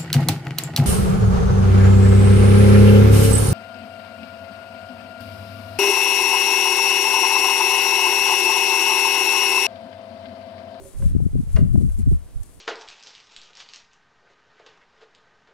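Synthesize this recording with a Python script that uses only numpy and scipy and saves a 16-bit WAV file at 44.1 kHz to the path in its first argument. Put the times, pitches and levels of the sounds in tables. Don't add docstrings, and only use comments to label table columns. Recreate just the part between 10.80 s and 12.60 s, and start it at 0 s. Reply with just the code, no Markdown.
import sys
import numpy as np
from scipy import signal
from scipy.fft import rfft, irfft
from scipy.io import wavfile
from scipy.ndimage import uniform_filter1d

SR = 44100
rng = np.random.default_rng(int(sys.argv[2]) if len(sys.argv) > 2 else 0)


def voltage_ratio(level):
    return 10 ** (np.asarray(level, float) / 20)


def to_wav(s):
    ch = np.atleast_2d(s).T
    pcm = np.round(np.clip(ch, -1, 1) * 32767)
    wavfile.write(sys.argv[1], SR, pcm.astype(np.int16))


N = 79380

# frequency in Hz, level in dB.
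AIR_COLOUR = [(30, 2), (150, 0), (400, -9), (1000, -19), (2500, -27), (6000, -31), (10000, -34),
              (16000, -34)]
# time in seconds, level in dB.
LEAF_STIR = [(0.0, -62), (0.071, -52), (0.154, -58.5), (0.274, -52.5), (0.333, -63.5), (0.707, -61.5),
             (0.736, -51.5), (0.836, -62), (1.168, -58.5), (1.192, -50.5), (1.238, -65), (1.332, -56),
             (1.378, -66), (1.738, -59.5), (1.8, -63.5)]
# middle in seconds, rise in dB, length in seconds.
TWIG_FLICKS = [(0.039, 3, .02), (0.191, 3, 0.056), (.43, 3.5, 0.06), (0.617, 6, .02), (.94, 7, 0.017),
               (.98, 6.5, 0.027), (1.022, 5, 0.055), (1.097, 2, 0.04), (1.126, 2.5, 0.046), (1.292, 1, .03),
               (1.55, 3.5, 0.026), (1.634, 10, 0.017), (1.658, 4, 0.039)]
# frequency in Hz, level in dB.
LEAF_TONE = [(3000, -16), (5000, -14.5), (7000, -7), (9000, -2), (11000, -5), (13000, -13.5), (16000, -26)]
# middle in seconds, level in dB, length in seconds.
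GRASS_BRUSHES = [
    (0.104, -62, 0.52),
    (0.275, -54.5, 0.15),
    (0.63, -74, 0.021),
    (0.712, -59, 0.092),
    (1.018, -61, 0.037),
    (1.206, -56.5, 0.075),
    (1.327, -62.5, 0.11),
    (1.649, -62, .04),
]
# frequency in Hz, level in dB.
GRASS_TONE = [(500, -8), (2000, 6.5), (5000, 2), (9000, -4), (12000, 3), (16000, -24)]
# time in seconds, left level in dB, right level in dB.
BREEZE_LEVELS = [(0, -56, -37.5), (.13, -66, -57.5), (0.222, -21.5, -19), (.3, -21.5, -24), (.48, -28, -35),
                 (.58, -31, -23), (.65, -28, -33), (.72, -21, -30), (.8, -23.5, -39), (1.0, -19, -29),
                 (1.151, -23, -22), (1.24, -24, -28.5), (1.33, -12, -11.5), (1.38, -32, -32),
                 (1.42, -39.5, -60), (1.55, -48, -40), (1.7, -49.5, -46.5), (1.8, -53, -44)]
# middle in seconds, level in dB, centre in Hz, length in seconds.
LEFT_EDDIES = [(.205, -20, 74.4, 0.05), (.233, -17, 100, 0.029), (.265, -6, 67.6, 0.062),
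               (.295, -20.5, 95, 0.09), (.327, -25.5, 86, 0.14), (.364, -8, 110, 0.023),
               (.39, -14.5, 95, 0.13), (.43, -14.5, 104, 0.14), (.462, -17, 129, 0.067),
               (.512, -21, 60, 0.032), (.555, -9.5, 98, 0.061), (.596, -12, 120, 0.075),
               (.634, -33, 110, 0.018), (.687, -26, 70, 0.05), (.753, -3, 61, 0.053),
               (.792, -4, 113, 0.018), (.826, -5, 94, 0.07), (.855, -12.5, 114, 0.085),
               (.895, -15, 90.5, 0.23), (.95, -7, 129, 0.078), (.981, -3.5, 113.6, 0.033),
               (1.011, -17.5, 169, 0.075), (1.045, -10.5, 112, 0.1), (1.115, -18, 44.7, 0.16),
               (1.2, -16, 116.4, 0.093), (1.277, -11.5, 120, 0.058), (1.343, -11, 71, 0.061),
               (1.37, -19.5, 79, 0.047), (1.423, -34, 49, 0.19), (1.59, -54, 54.3, 0.061)]
# middle in seconds, level in dB, centre in Hz, length in seconds.
RIGHT_EDDIES = [(.174, -22, 60, 0.096), (.229, -19, 73.4, 0.1), (.266, -27, 101, 0.015),
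                (.316, -26, 126, 0.068), (.347, -17.5, 111, 0.075), (.397, -28, 89, 0.07),
                (.466, -36, 171, 0.026), (.562, -19.5, 115, 0.13), (.636, -19, 127, 0.02),
                (.677, -20, 102, 0.021), (.775, -19, 150, 0.047), (.827, -12.5, 109, 0.082),
                (.858, -15, 99, 0.025), (.956, -26, 149, 0.015), (.994, -31, 101, 0.017),
                (1.03, -25, 98, 0.027), (1.06, -23.5, 138, 0.09), (1.087, -31, 77, 0.059),
                (1.183, -23, 81, .05), (1.212, -21.5, 90, 0.074), (1.282, -10.5, 88, 0.057),
                (1.325, -7.5, 143.6, 0.027), (1.461, -33, 48.5, 0.04), (1.571, -17, 48, 0.045),
                (1.607, -20, 50.4, 0.073)]
# middle in seconds, level in dB, centre in Hz, length in seconds.
LEFT_SNAPS = [
    (0.357, -35, 150, 0.016),
    (0.403, -23, 253, 0.018),
    (0.441, -22, 150, 0.025),
    (.466, -17.5, 163, 0.018),
    (0.55, -17.5, 120, 0.027),
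    (0.958, -27.5, 580, 0.011),
    (1.079, -22.5, 139, 0.1),
    (1.019, -27, 247, 0.035),
    (1.272, -26, 177, 0.016),
]
# middle in seconds, level in dB, centre in Hz, length in seconds.
RIGHT_SNAPS = [
    (1.318, -15.5, 159, 0.026),
    (0.49, -34, 130, 0.0058),
]
# start in seconds, level in dB, contact brightness in Hz, rattle length in seconds.
BOTTLE_KNOCKS = [(.001, -47, 460, 0.012), (0.015, -50.5, 437, 0.003), (0.036, -47.5, 444, 0.0026),
                 (.049, -49, 448, 0.006), (.138, -48, 610, 0.0018), (0.145, -48.5, 1090, 0.0086),
                 (0.199, -47.5, 500, 0.0063), (0.2212, -41.5, 1900, .007), (.225, -42.5, 750, 0.004),
                 (0.7618, -25.5, 4200, .009), (.766, -29, 1790, 0.0072), (.771, -29.5, 820, 0.0011),
                 (.779, -39.5, 2040, 0.0068), (.787, -33.5, 990, 0.0035), (0.792, -43, 2510, 0.0099),
                 (0.809, -55, 2500, 0.0087), (1.096, -48, 2340, 0.025), (1.262, -52, 2000, 0.015),
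                 (1.345, -52, 2570, 0.0044)]
# frequency in Hz, level in dB, 60 dB decay in seconds.
HOLLOW_MODES = [(384, -13, .15), (450, -22, .04), (553, -15, .13), (648, -17, .06)]
# frequency in Hz, level in dB, 60 dB decay in seconds.
WALL_MODES = [(997, -26, 0.087), (1056, -29, 0.074), (1162, -21, 0.036), (1264, -23, 0.025),
              (1464, -21, 0.027), (1583, -14, 0.018), (1918, -20, 0.049), (2050, -17.5, 0.036),
              (2823, -18, .045), (3080, -20.5, .025)]
# middle in seconds, peak in dB, swing rate in Hz.
VORTEX_PASSES = [
    (.352, -5, 194),
    (.3655, -1.5, 149),
    (.404, -20, 320),
    (.465, -14.5, 213),
    (.534, -20.5, 194),
    (0.556, -7.5, 218),
    (0.5641, -2.5, 121),
    (.609, -11, 150),
    (.958, -27.5, 770),
]


def rms_one(x):
    return x / np.sqrt(np.mean(x ** 2) + 1e-20)


def filtered(x, order, hz, kind="low"):
    return signal.sosfilt(signal.butter(order, hz, kind, fs=SR, output="sos"), x)


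def coloured(points, white):
    hz, db = np.transpose(points)
    bins_hz = np.maximum(np.fft.rfftfreq(N, 1 / SR), 1)
    gain = voltage_ratio(np.interp(np.log(bins_hz), np.log(hz), db))
    return rms_one(irfft(rfft(white) * gain, N))


def drift(rate_hz):
    r = np.exp(-2 * np.pi * rate_hz / SR)
    return rms_one(signal.lfilter([1], [1, -2 * r, r * r], rng.standard_normal(N + SR))[SR:])


def swell(middle_s, length_s):
    phase = (np.arange(N) / SR - middle_s) / length_s
    return np.cos(np.pi * np.clip(phase, -.5, .5)) ** 2


def air():
    shared = 0.52
    white = rng.standard_normal((3, N))
    sway_db = .8 * drift(4)
    return voltage_ratio(-49 + sway_db) * coloured(AIR_COLOUR, white[:2] + 2 * shared * white[2])


def leaves():
    s, db = np.transpose(LEAF_STIR)
    stir_db = np.interp(np.arange(N) / SR, s, db)
    flutter_db = 0.86 * drift(36)
    twigs_db = sum(rise_db * swell(at_s, length_s) for at_s, rise_db, length_s in TWIG_FLICKS)
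    level = voltage_ratio(stir_db + flutter_db + twigs_db)
    side_gain = voltage_ratio(np.array([[5.5], [-7.5]]))
    grains = rng.standard_normal((2, N)) * voltage_ratio(1.06 * drift(410))
    return level * side_gain * coloured(LEAF_TONE, grains)


def grass():
    strokes = sum(voltage_ratio(db) * swell(s, length_s) for s, db, length_s in GRASS_BRUSHES)
    grains = rng.standard_normal(N) * voltage_ratio(2.0 * drift(450))
    return strokes * coloured(GRASS_TONE, grains)


def turbulence(white, hz):
    rise, fall, knee = 0.49, 5.69, 1.454
    f = np.fft.rfftfreq(len(white), 1 / SR) / hz
    return rms_one(irfft(rfft(white) * f ** rise / (1 + (f / knee) ** fall), len(white)))


def eddy(white, hz, length_s):
    evening, surge = .55, 0.53
    size = len(white)
    x = turbulence(white, hz)
    half_cycle = int(SR / hz / 2)
    power_now = uniform_filter1d(uniform_filter1d(x ** 2, half_cycle), half_cycle)
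    x = x / (np.sqrt(power_now) + 0.3) ** evening
    t = (np.arange(size) - size // 2) / SR
    lump = np.cos(np.pi * np.clip(t / length_s, -.5, .5)) ** 2
    passed = np.cumsum(np.exp(surge * (lump ** 2 - .6)))
    x = lump * np.interp(passed - passed[size // 2] + size // 2, np.arange(size), x)
    return x * np.sqrt(np.sum(lump ** 2) / np.sum(x ** 2))


def port_wind(eddies, breeze_db):
    size = 8192
    out = np.zeros(N + size)
    for s, db, hz, length_s in eddies:
        start = int(s * SR)
        puff = eddy(rng.standard_normal(size), hz, length_s)
        out[start:start + size] += voltage_ratio(db - 2.0) * puff[:N + size - start]
    breeze = voltage_ratio(breeze_db + 2 * drift(27)) * turbulence(rng.standard_normal(N), 60)
    return out[size // 2:size // 2 + N] + breeze


def knock_contacts():
    t = np.arange(N) / SR
    touch = np.zeros((2, N))
    for s, db, hz, rattle_s in BOTTLE_KNOCKS:
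        since = np.maximum(t - s, 0)
        rattle = (t >= s) * np.exp(-since / rattle_s * 1.26) * (t < s + 3 * rattle_s)
        contacts = rng.standard_normal((2, N)) * rattle
        contacts[:, int(s * SR)] += 1.7 * np.sqrt(rattle_s * SR) / 4
        contacts = filtered(contacts, 2, hz)
        touch += voltage_ratio(db) * contacts / np.sqrt(np.sum(contacts ** 2) * hz / 8000)
    return touch


def bottle():
    touch = knock_contacts()
    ring = np.zeros(N)
    for k, (hz, db, t60_s) in enumerate(HOLLOW_MODES + WALL_MODES):
        t60_s = min(t60_s, 70 / hz)
        r, w = voltage_ratio(-60 / (t60_s * SR)), 2 * np.pi * hz / SR
        resonator = [1, -2 * r * np.cos(w), r * r]
        ring += signal.lfilter([0, voltage_ratio(db) * np.sin(w)], resonator, touch[k % 2] + 1e-18)
    crack = filtered(touch[0], 2, 900, "high")
    return filtered(ring, 2, 300, "high") + voltage_ratio(14.5) * crack


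def yard(x):
    t60_s, first_echo_s = 0.31, .006
    t = np.arange(SR // 2) / SR
    echoes = rng.standard_normal((2, len(t))) * voltage_ratio(-60 * t / t60_s) * (t > first_echo_s)
    echoes = filtered(echoes, 1, 5500)
    echoes = echoes / np.sqrt(np.sum(echoes ** 2) / 2)
    return voltage_ratio(-11) * signal.fftconvolve(x[None], echoes, axes=1)[:, :N]


def vortices():
    out = np.zeros(N)
    for s, db, hz in VORTEX_PASSES:
        u = (np.arange(N) / SR - s) * hz * 1.92
        out += -4 * voltage_ratio(db) * u / (1 + u ** 2) ** 4
    return out


def scene():
    s, left_db, right_db = np.transpose(BREEZE_LEVELS)
    t = np.arange(N) / SR
    left_wind = port_wind(LEFT_EDDIES + LEFT_SNAPS, np.interp(t, s, left_db)) + vortices()
    right_wind = port_wind(RIGHT_EDDIES + RIGHT_SNAPS, np.interp(t, s, right_db))
    near = bottle() * 0.87 + grass() * 0.67
    spread = voltage_ratio(-23) * np.roll(near, 40) * [[1], [-1]]
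    return np.array([left_wind, right_wind]) + near + yard(near) + spread + leaves() + air()


def band_limit(x):
    return signal.sosfilt(signal.butter(12, 15890, fs=SR, output="sos"), x)


def record(dry):
    cross = filtered(dry[::-1], 1, 550)
    x = dry - .44 * cross
    x = np.array([np.roll(x[0], -2), x[1]])
    notch_hz, notch_width_hz = 7660, 50
    x = signal.lfilter(*signal.iirnotch(notch_hz, notch_hz / notch_width_hz, fs=SR), x)
    whine_hz, whine_db = 15734, -88
    x = x + voltage_ratio(whine_db) * np.sin(2 * np.pi * whine_hz * np.arange(N) / SR)
    x = x / (1 + (x / .92) ** 8) ** .125
    x = signal.sosfilt(signal.ellip(10, .5, 70, 15800, fs=SR, output="sos"), x)
    return band_limit(x)


dry = scene()
out = record(dry)
to_wav(out)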